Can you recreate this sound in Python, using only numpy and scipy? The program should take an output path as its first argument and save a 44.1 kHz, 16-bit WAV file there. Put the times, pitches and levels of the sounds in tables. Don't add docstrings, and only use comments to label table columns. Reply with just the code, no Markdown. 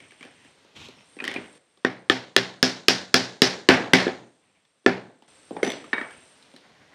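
import sys
import numpy as np
from scipy import signal
from scipy.fft import rfft, irfft
from scipy.io import wavfile
from scipy.ndimage import uniform_filter1d

SR = 44100
rng = np.random.default_rng(int(sys.argv[2]) if len(sys.argv) > 2 else 0)


def to_wav(s):
    ch = np.atleast_2d(s).T
    pcm = np.round(np.clip(ch, -1, 1) * 32767)
    wavfile.write(sys.argv[1], SR, pcm.astype(np.int16))


def ratio_of_db(decibels):
    return 10 ** (np.asarray(decibels, float) / 20)


N = 306054

# frequency in Hz, level in dB per Hz.
AIR = [(18, -42.5), (30, -20.5), (154, -2), (306, -1), (359, -7.5), (420, -1), (979, -6.5), (3570, -7.5),
       (6720, -16.5), (8760, -26.5), (9480, -23.5), (10500, -28.5), (16500, -44.5)]
# frequency in Hz, width in Hz, level in dB.
WHINE = [(5500, 65, -10.5), (6050, 100, -7), (7660, 130, -2), (8660, 270, 5), (10300, 62, -10.5),
         (12530, 58, -27.5), (13500, 110, -35)]
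# time in seconds, whine in dB above the air.
MACHINE_LOAD = [(0, -10), (.5, -13.5), (.72, -28), (.9, -27), (1.1, -10.5), (2.5, -12.5), (4.4, -11),
                (5.27, -11.5), (6.3, -9), (6.55, -16), (6.75, -30), (6.94, -27)]
# start in seconds,
# background level in dB, # drift in dB per s.
STRETCHES = [
    (0, -59, 1.5),
    (1.581, -67.5, 0),
    (5.279, -55, -2),
]
# start in seconds, length in seconds, level in dB, centre in Hz, duller part in dB.
RUBS = [(-.05, 0.63, -59, 2140, -8.5), (0.741, 0.22, -46.5, 2780, -4.5), (0.901, 0.18, -56, 2380, -3),
        (1.189, 0.34, -50.5, 2200, -17), (4.4, 0.3, -68.5, 2070, 0), (5.7, 0.6, -57.5, 2100, -7),
        (6.618, .7, -60, 1430, 1.5)]
# start in seconds, end in seconds, frequency in Hz, level in dB.
SQUEAK = (.9, 1.08, 5450, -65)
# time in seconds, level in dB.
CHISEL_HITS = [(5.630, -35.5), (5.676, -37.5)]
GAUGE_HITS = [(5.931, -28), (5.981, -39.5), (6.013, -46)]
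# frequency in Hz, level in dB, 60 dB decay in seconds.
CHISEL_MODES = [(5980, 1.5, 0.3), (7670, -11, 0.52), (9600, -7, 0.31), (10560, -13, 0.21),
                (8900, -12, 0.11)]
GAUGE_MODES = [(2260, -1.5, 0.4), (3760, -4.5, 0.14), (1860, 20.5, 0.03), (907, 0.5, 0.095)]
# frequency in Hz, level in dB, 60 dB decay in seconds.
BEAMS = [(124, -18, 0.88), (185.3, -12.5, 0.85), (259, -3.5, 0.41), (345, -6.5, 0.27), (389.7, 0.5, 0.33),
         (504, -4, 0.17), (674, -5.5, 0.24), (767, -8.5, 0.36)]
# frequency in Hz, level in dB per Hz.
WOOD = [(35, -68.5), (60, -44), (113, -9), (213, -15.5), (252, 20.5), (290, -7), (384, 2.5), (600, -4.5),
        (659, -13), (1270, -15), (4980, -21), (15000, -70), (16500, -80)]
# time in seconds, ring in dB, ring in Hz, thud in dB above the ring.
PADDED = [(1.187, -21, 2500, -28), (1.2, -12, 2450, -27), (1.355, -31.5, 1990, 6), (1.36, -8.5, 2400, -42),
          (1.38, -34.5, 2500, 2), (5.564, -15.5, 845, -10.5), (5.931, 0.5, 1830, -27.5),
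          (5.979, -9.5, 1690, -23), (6.011, -9.5, 1820, -23)]
FLAT = [(.001, -31.5, 2210, -16), (.106, -31.5, 2260, -37), (0.207, -27, 2260, -18), (.226, -24, 2360, -29),
        (0.258, -36, 1770, -28), (1.22, -30, 2500, 0), (1.287, -34, 1980, -0.5), (1.312, -16, 2210, -22),
        (1.471, -41, 2160, -5), (5.507, -30.5, 895, 7.5), (5.628, -5, 2135, -9), (5.663, -13.5, 1870, -15),
        (5.84, -27.5, 1210, -17), (5.875, -40.5, 934, -4)]
EDGE = [(0.118, -37, 1730, -17), (.237, -36, 2650, -11), (0.249, -33.5, 1700, -8.5),
        (0.446, -39.5, 1800, -9), (.646, -44.5, 915, -7), (1.165, -37.5, 1990, -3),
        (1.239, -13.5, 1800, -40), (1.249, -15.5, 2030, -17), (1.276, -9.5, 1900, -23),
        (1.338, -19.5, 1890, -16), (5.221, -37.5, 870, -13.5), (6.106, -31.5, 1650, -37)]
TICK = [(1.55, -48, 2070, -4.5), (1.772, -46, 1140, -11.5), (4.649, -52, 1782, -42.5),
        (4.843, -60, 1620, 5), (5.646, -19.5, 1900, -9), (5.674, -23.5, 2110, 1), (5.7, -17, 2150, -56),
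        (5.717, -19.5, 2170, -59), (6.537, -45, 910, 3)]
CRISP = [(0.884, -39, 1000, -1), (6.424, -46, 2454, -22), (6.513, -56, 2460, -16), (6.561, -40, 1760, -14)]
# click in Hz, click in dB above the ring, its knocks.
CONTACTS = [
    (3060, -35.5, PADDED),
    (3130, -18, FLAT),
    (3100, -13.5, EDGE),
    (3490, -8.5, TICK),
    (4020, -2, CRISP),
]
# time in
# seconds, bar ring in dB, bar in Hz, click in dB above the bar, seated in dB (more passes to bench and room).
JOINTS = [
    (3357, -19, [(1.847, -8, 1880, -21.5, -4.5), (2.097, -5, 1780, -10.5, -4), (2.363, -5.5, 1770, -9.5, -2)]),
    (5260, -18, [(2.627, -5, 1640, -5.5, -2.5), (2.882, -5, 1604, -5, -1), (3.141, -3.5, 1687, -6, -1.5), (3.418, -3.5, 1800, -7.5, 0.5)]),
    (2800, -19.5, [(3.687, 3.5, 1774, -18, 2.5), (3.933, 3.5, 2042, -12, -1.5)]),
    (3240, -10, [(4.066, -19.5, 1704, -24, -2.5), (4.078, -21.5, 1700, -17, 0)]),
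    (2620, -15, [(4.861, -3, 1750, -19.5, -3.5)]),
]
# delay in ms, level in dB.
SLAPS = [(11.5, -17), (16, -19), (19.5, -19), (23, -19), (31, -25)]
# frequency in Hz, 60 dB decay in seconds.
ROOM_T60 = [(60, 0.34), (160, 0.57), (420, 0.52), (1100, 0.46), (2500, 0.36), (4300, 0.44), (5500, 0.25),
            (6600, 0.67), (9000, 0.33), (14000, 0.11)]
# frequency in Hz, level in dB.
ROOM_DB = [(60, -48.5), (110, -33.5), (180, -35), (250, -27), (400, -24.5), (700, -24.5), (1200, -32),
           (1800, -23.5), (2800, -25.5), (4300, -22.5), (5500, -19), (6600, -40.5), (10000, -40.5),
           (15000, -52)]


def level(x, db):
    return x * ratio_of_db(db) / np.sqrt(np.mean(x ** 2))


def along(points, hz):
    points_hz, values = np.array(points).T
    return np.interp(np.log(np.maximum(hz, 1)), np.log(points_hz), values)


def coloured(size, points):
    gain = ratio_of_db(along(points, np.fft.rfftfreq(size, 1 / SR)))
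    return level(irfft(rfft(rng.standard_normal(size)) * gain, size), 0)


def band(x, lo_hz, hi_hz):
    edges = [lo_hz, min(hi_hz, .49 * SR)]
    return signal.sosfilt(signal.butter(2, edges, "bandpass", fs=SR, output="sos"), x)


def highpass(x, order, hz):
    return signal.sosfilt(signal.butter(order, hz, "highpass", fs=SR, output="sos"), x)


def sine(t, hz):
    return np.sin(2 * np.pi * hz * t)


def fade(t, t60):
    return np.exp(-np.log(1000) * t / t60)


def ring(t, hz, t60, rise):
    return (1 - np.exp(-t / rise)) * fade(t, t60) * sine(t, hz)


def swell(t, peak_s):
    return t / peak_s * np.exp(1 - t / peak_s)


def add(out, s, sound):
    i = int(s * SR)
    out[i:i + len(sound)] += sound[:N - i]


def walk(rate):
    k = int(SR / rate)
    return uniform_filter1d(np.repeat(rng.standard_normal(N // k + 1), k), k)[:N]


def shop():
    flutter_db = 2
    t = np.arange(N) / SR
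    columns = np.transpose(STRETCHES)
    start, air_db, drift_db = columns[:, np.searchsorted(columns[0][1:], t)]
    whine = np.zeros(N)
    for hz, width, db in WHINE:
        line = band(rng.standard_normal(N), hz - width / 2, hz + width / 2)
        whine += level(line, db) * ratio_of_db(flutter_db * walk(4.0))
    air = coloured(N, AIR) * ratio_of_db(flutter_db / 2 * walk(1.8))
    load = ratio_of_db(np.interp(t, *np.transpose(MACHINE_LOAD)))
    return (air + whine * load) * ratio_of_db(air_db + drift_db * (t - start))


def rubbing():
    wide = 1.2
    rumble_db = -6.5
    grip_s, let_go_s, growth_db = 0.027, 0.078, 0.5
    out = np.zeros(N)
    for s, length, db, hz, dull_db in RUBS:
        t = np.arange(max(-s, 0) * SR, length * SR) / SR
        slips = rng.standard_normal(len(t)) * ratio_of_db(2.24 * rng.exponential(size=len(t)))
        body = band(slips, hz / wide, hz * wide ** 2)
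        body += 0.23 * (hz / 2800) ** 3 * band(slips, 3400, 6400)
        body += ratio_of_db(dull_db) * band(slips, 620, 1270)
        body += 3 * ratio_of_db(rumble_db) * band(slips, 84, 300)
        stroke = np.clip(np.minimum(t / grip_s, (length - t) / let_go_s), 0, 1) ** 2
        add(out, max(s, 0), level(body, db) * stroke * ratio_of_db(growth_db * t / length))
    start, end, hz, db = SQUEAK
    size = int((end - start) * SR)
    squeak = band(rng.standard_normal(size), hz - 160, hz + 160)
    add(out, start, level(squeak, db) * np.hanning(size))
    return out * ratio_of_db(3.0 * walk(40))


def steel(hits, modes):
    out, t = np.zeros(N), np.arange(SR // 2) / SR
    for s, db in hits:
        add(out, s, ratio_of_db(db) * sum(ratio_of_db(g) * ring(t, hz, t60, 0.000091) for hz, g, t60 in modes))
    return out


def beam_thud(t, beam_share):
    thud = np.zeros(len(t))
    for hz, db, t60 in BEAMS:
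        db_off, hz_off = rng.standard_normal(2)
        thud += ratio_of_db(db + 2.5 * db_off) * ring(t, hz * (1 + 0.005 * hz_off), beam_share * t60, 0.0022)
    return thud


def strikes(hits, seated_db, lag, bar_s, click_s, crack_s, crack_db, tick_db, thud_db, head, thump, after,
            beam_share):
    head_hz = 3460
    out = np.zeros(N)
    t = np.arange(int(2048 + .4 * beam_share * SR)) / SR
    short = t[:2048]
    for (s, db, bar_hz, click_hz, low_db, high_db), held_db in zip(hits, seated_db):
        crack = coloured(len(short), WOOD) * swell(short, crack_s) * ratio_of_db(crack_db)
        pair = sine(short, bar_hz) + 0.66 * sine(short, bar_hz * rng.uniform(0.683, 1.0))
        bar = 0.41 * ratio_of_db(-1.2 * held_db) * swell(short, bar_s) * pair
        bar += band(crack, 970, 3500)
        bar += after * ring(short, bar_hz, .07, .001)
        bar += after * ratio_of_db(high_db + 8.5) * ring(short, click_hz, .05, 0.00092)
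        click = 1.4 * swell(short, click_s) * sine(short, click_hz)
        click += 4 * band(crack, 2200, 12000)
        tick = rng.standard_normal(len(short)) * swell(short, crack_s / 2)
        click += ratio_of_db(tick_db) * band(tick, 3000, 9100)
        click += head * swell(short, 1.1 * click_s) * sine(short, head_hz)
        thud = beam_thud(t, beam_share)
        thud[:len(short)] += 3 * band(crack, 240, 890)
        thud[:len(short)] += thump * swell(short, 0.0013) * sine(short, 390)
        add(out, s + lag, ratio_of_db(db) * (bar + ratio_of_db(high_db + 5.5) * click))
        add(out, s + lag, ratio_of_db(db + low_db + thud_db) * thud)
    return out


def echoes(hits, light, seated_db):
    delay_s, light_db, hump_db, hump_octaves = 0.0064, -8.0, 4, 0.21
    third = 1.13
    s, db, bar_hz, click_hz, low_db, high_db = np.transpose(hits)
    arrival = ((s + delay_s) * SR).astype(int)
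    out, rattle = np.zeros(N), ratio_of_db(1.3 * walk(250))
    for hz in 63 * 2 ** np.arange(0, 8.1, 1 / 3):
        low, high = 1 / (1 + (hz / 800) ** 4), 1 / (1 + (2500 / hz) ** 6)
        hump = sum(np.exp(-(np.log2(hz / f) / hump_octaves) ** 2) for f in (bar_hz, click_hz))
        light_loss_db = light_db - 8 / (1 + (hz / 200) ** 4) - 5 / (1 + (4500 / hz) ** 4)
        hit_db = db + seated_db + light * light_loss_db
        hit_db = hit_db + low * (low_db + 12.5) + high * (high_db + 7)
        hit_db = hit_db + hump_db * (1 + light) * hump
        power = np.zeros(N)
        np.add.at(power, arrival, ratio_of_db(hit_db) ** 2)
        late = signal.lfilter([1], [1, -fade(2 / SR, along(ROOM_T60, hz))], power)
        early = signal.lfilter([1], [1, -fade(2 / SR, 0.013)], power)
        fill = signal.lfilter([.01], [1, -.99], late + 1.5 * early)
        tail = band(rng.standard_normal(N) * np.sqrt(fill) * rattle, hz / third, hz * third)
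        out += tail * ratio_of_db(along(ROOM_DB, hz)) * np.sqrt(2 * SR / hz)
    return out


def scene():
    mallet, seated_db, parts = [], [], []
    for click_hz, low_db, rows in JOINTS:
        for s, db, hz, high_db, held_db in rows:
            mallet.append((s, db, hz, click_hz, low_db, high_db))
            seated_db.append(held_db)
    for click_hz, high_db, rows in CONTACTS:
        parts += [(s, db, hz, click_hz, low_db, high_db) for s, db, hz, low_db in rows]
    loose_db = np.zeros(len(parts))
    blows = strikes(mallet, seated_db, lag=.001, bar_s=.002, click_s=0.00054, crack_s=0.001, crack_db=5,
                    tick_db=-14.5, thud_db=3, head=0.97, thump=2.5, after=.03, beam_share=0.51)
    knocks = strikes(parts, loose_db, lag=0.00181, bar_s=0.0012, click_s=0.00045, crack_s=0.0019, crack_db=-3.5,
                     tick_db=-1.5, thud_db=3.5, head=0.25, thump=0.19, after=0.27, beam_share=0.19)
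    slaps = sum(ratio_of_db(db) * np.roll(blows, int(ms * SR / 1000)) for ms, db in SLAPS)
    near = ratio_of_db(1.5) * (blows + slaps) + ratio_of_db(-6.0) * highpass(knocks, 2, 170)
    near += steel(CHISEL_HITS, CHISEL_MODES) + steel(GAUGE_HITS, GAUGE_MODES)
    hits = mallet + parts
    light = np.arange(len(hits)) >= len(mallet)
    near += echoes(hits, light, np.append(seated_db, loose_db))
    near = highpass(near, 4, 95)
    return (near + rubbing() + shop())[None]


def low_pass(x):
    return signal.sosfilt(signal.butter(12, 16960, fs=SR, output="sos"), x)


def record(dry):
    knee = 4
    x = dry / (1 + np.abs(dry) ** knee) ** (1 / knee)
    x = signal.sosfilt(signal.butter(1, 12000, fs=SR, output="sos"), x)
    x = signal.sosfilt(signal.ellip(8, .2, 60, 16600, fs=SR, output="sos"), x)
    x = .85 * highpass(x, 2, 45)
    return low_pass(x)


dry = scene()
out = record(dry)
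to_wav(out)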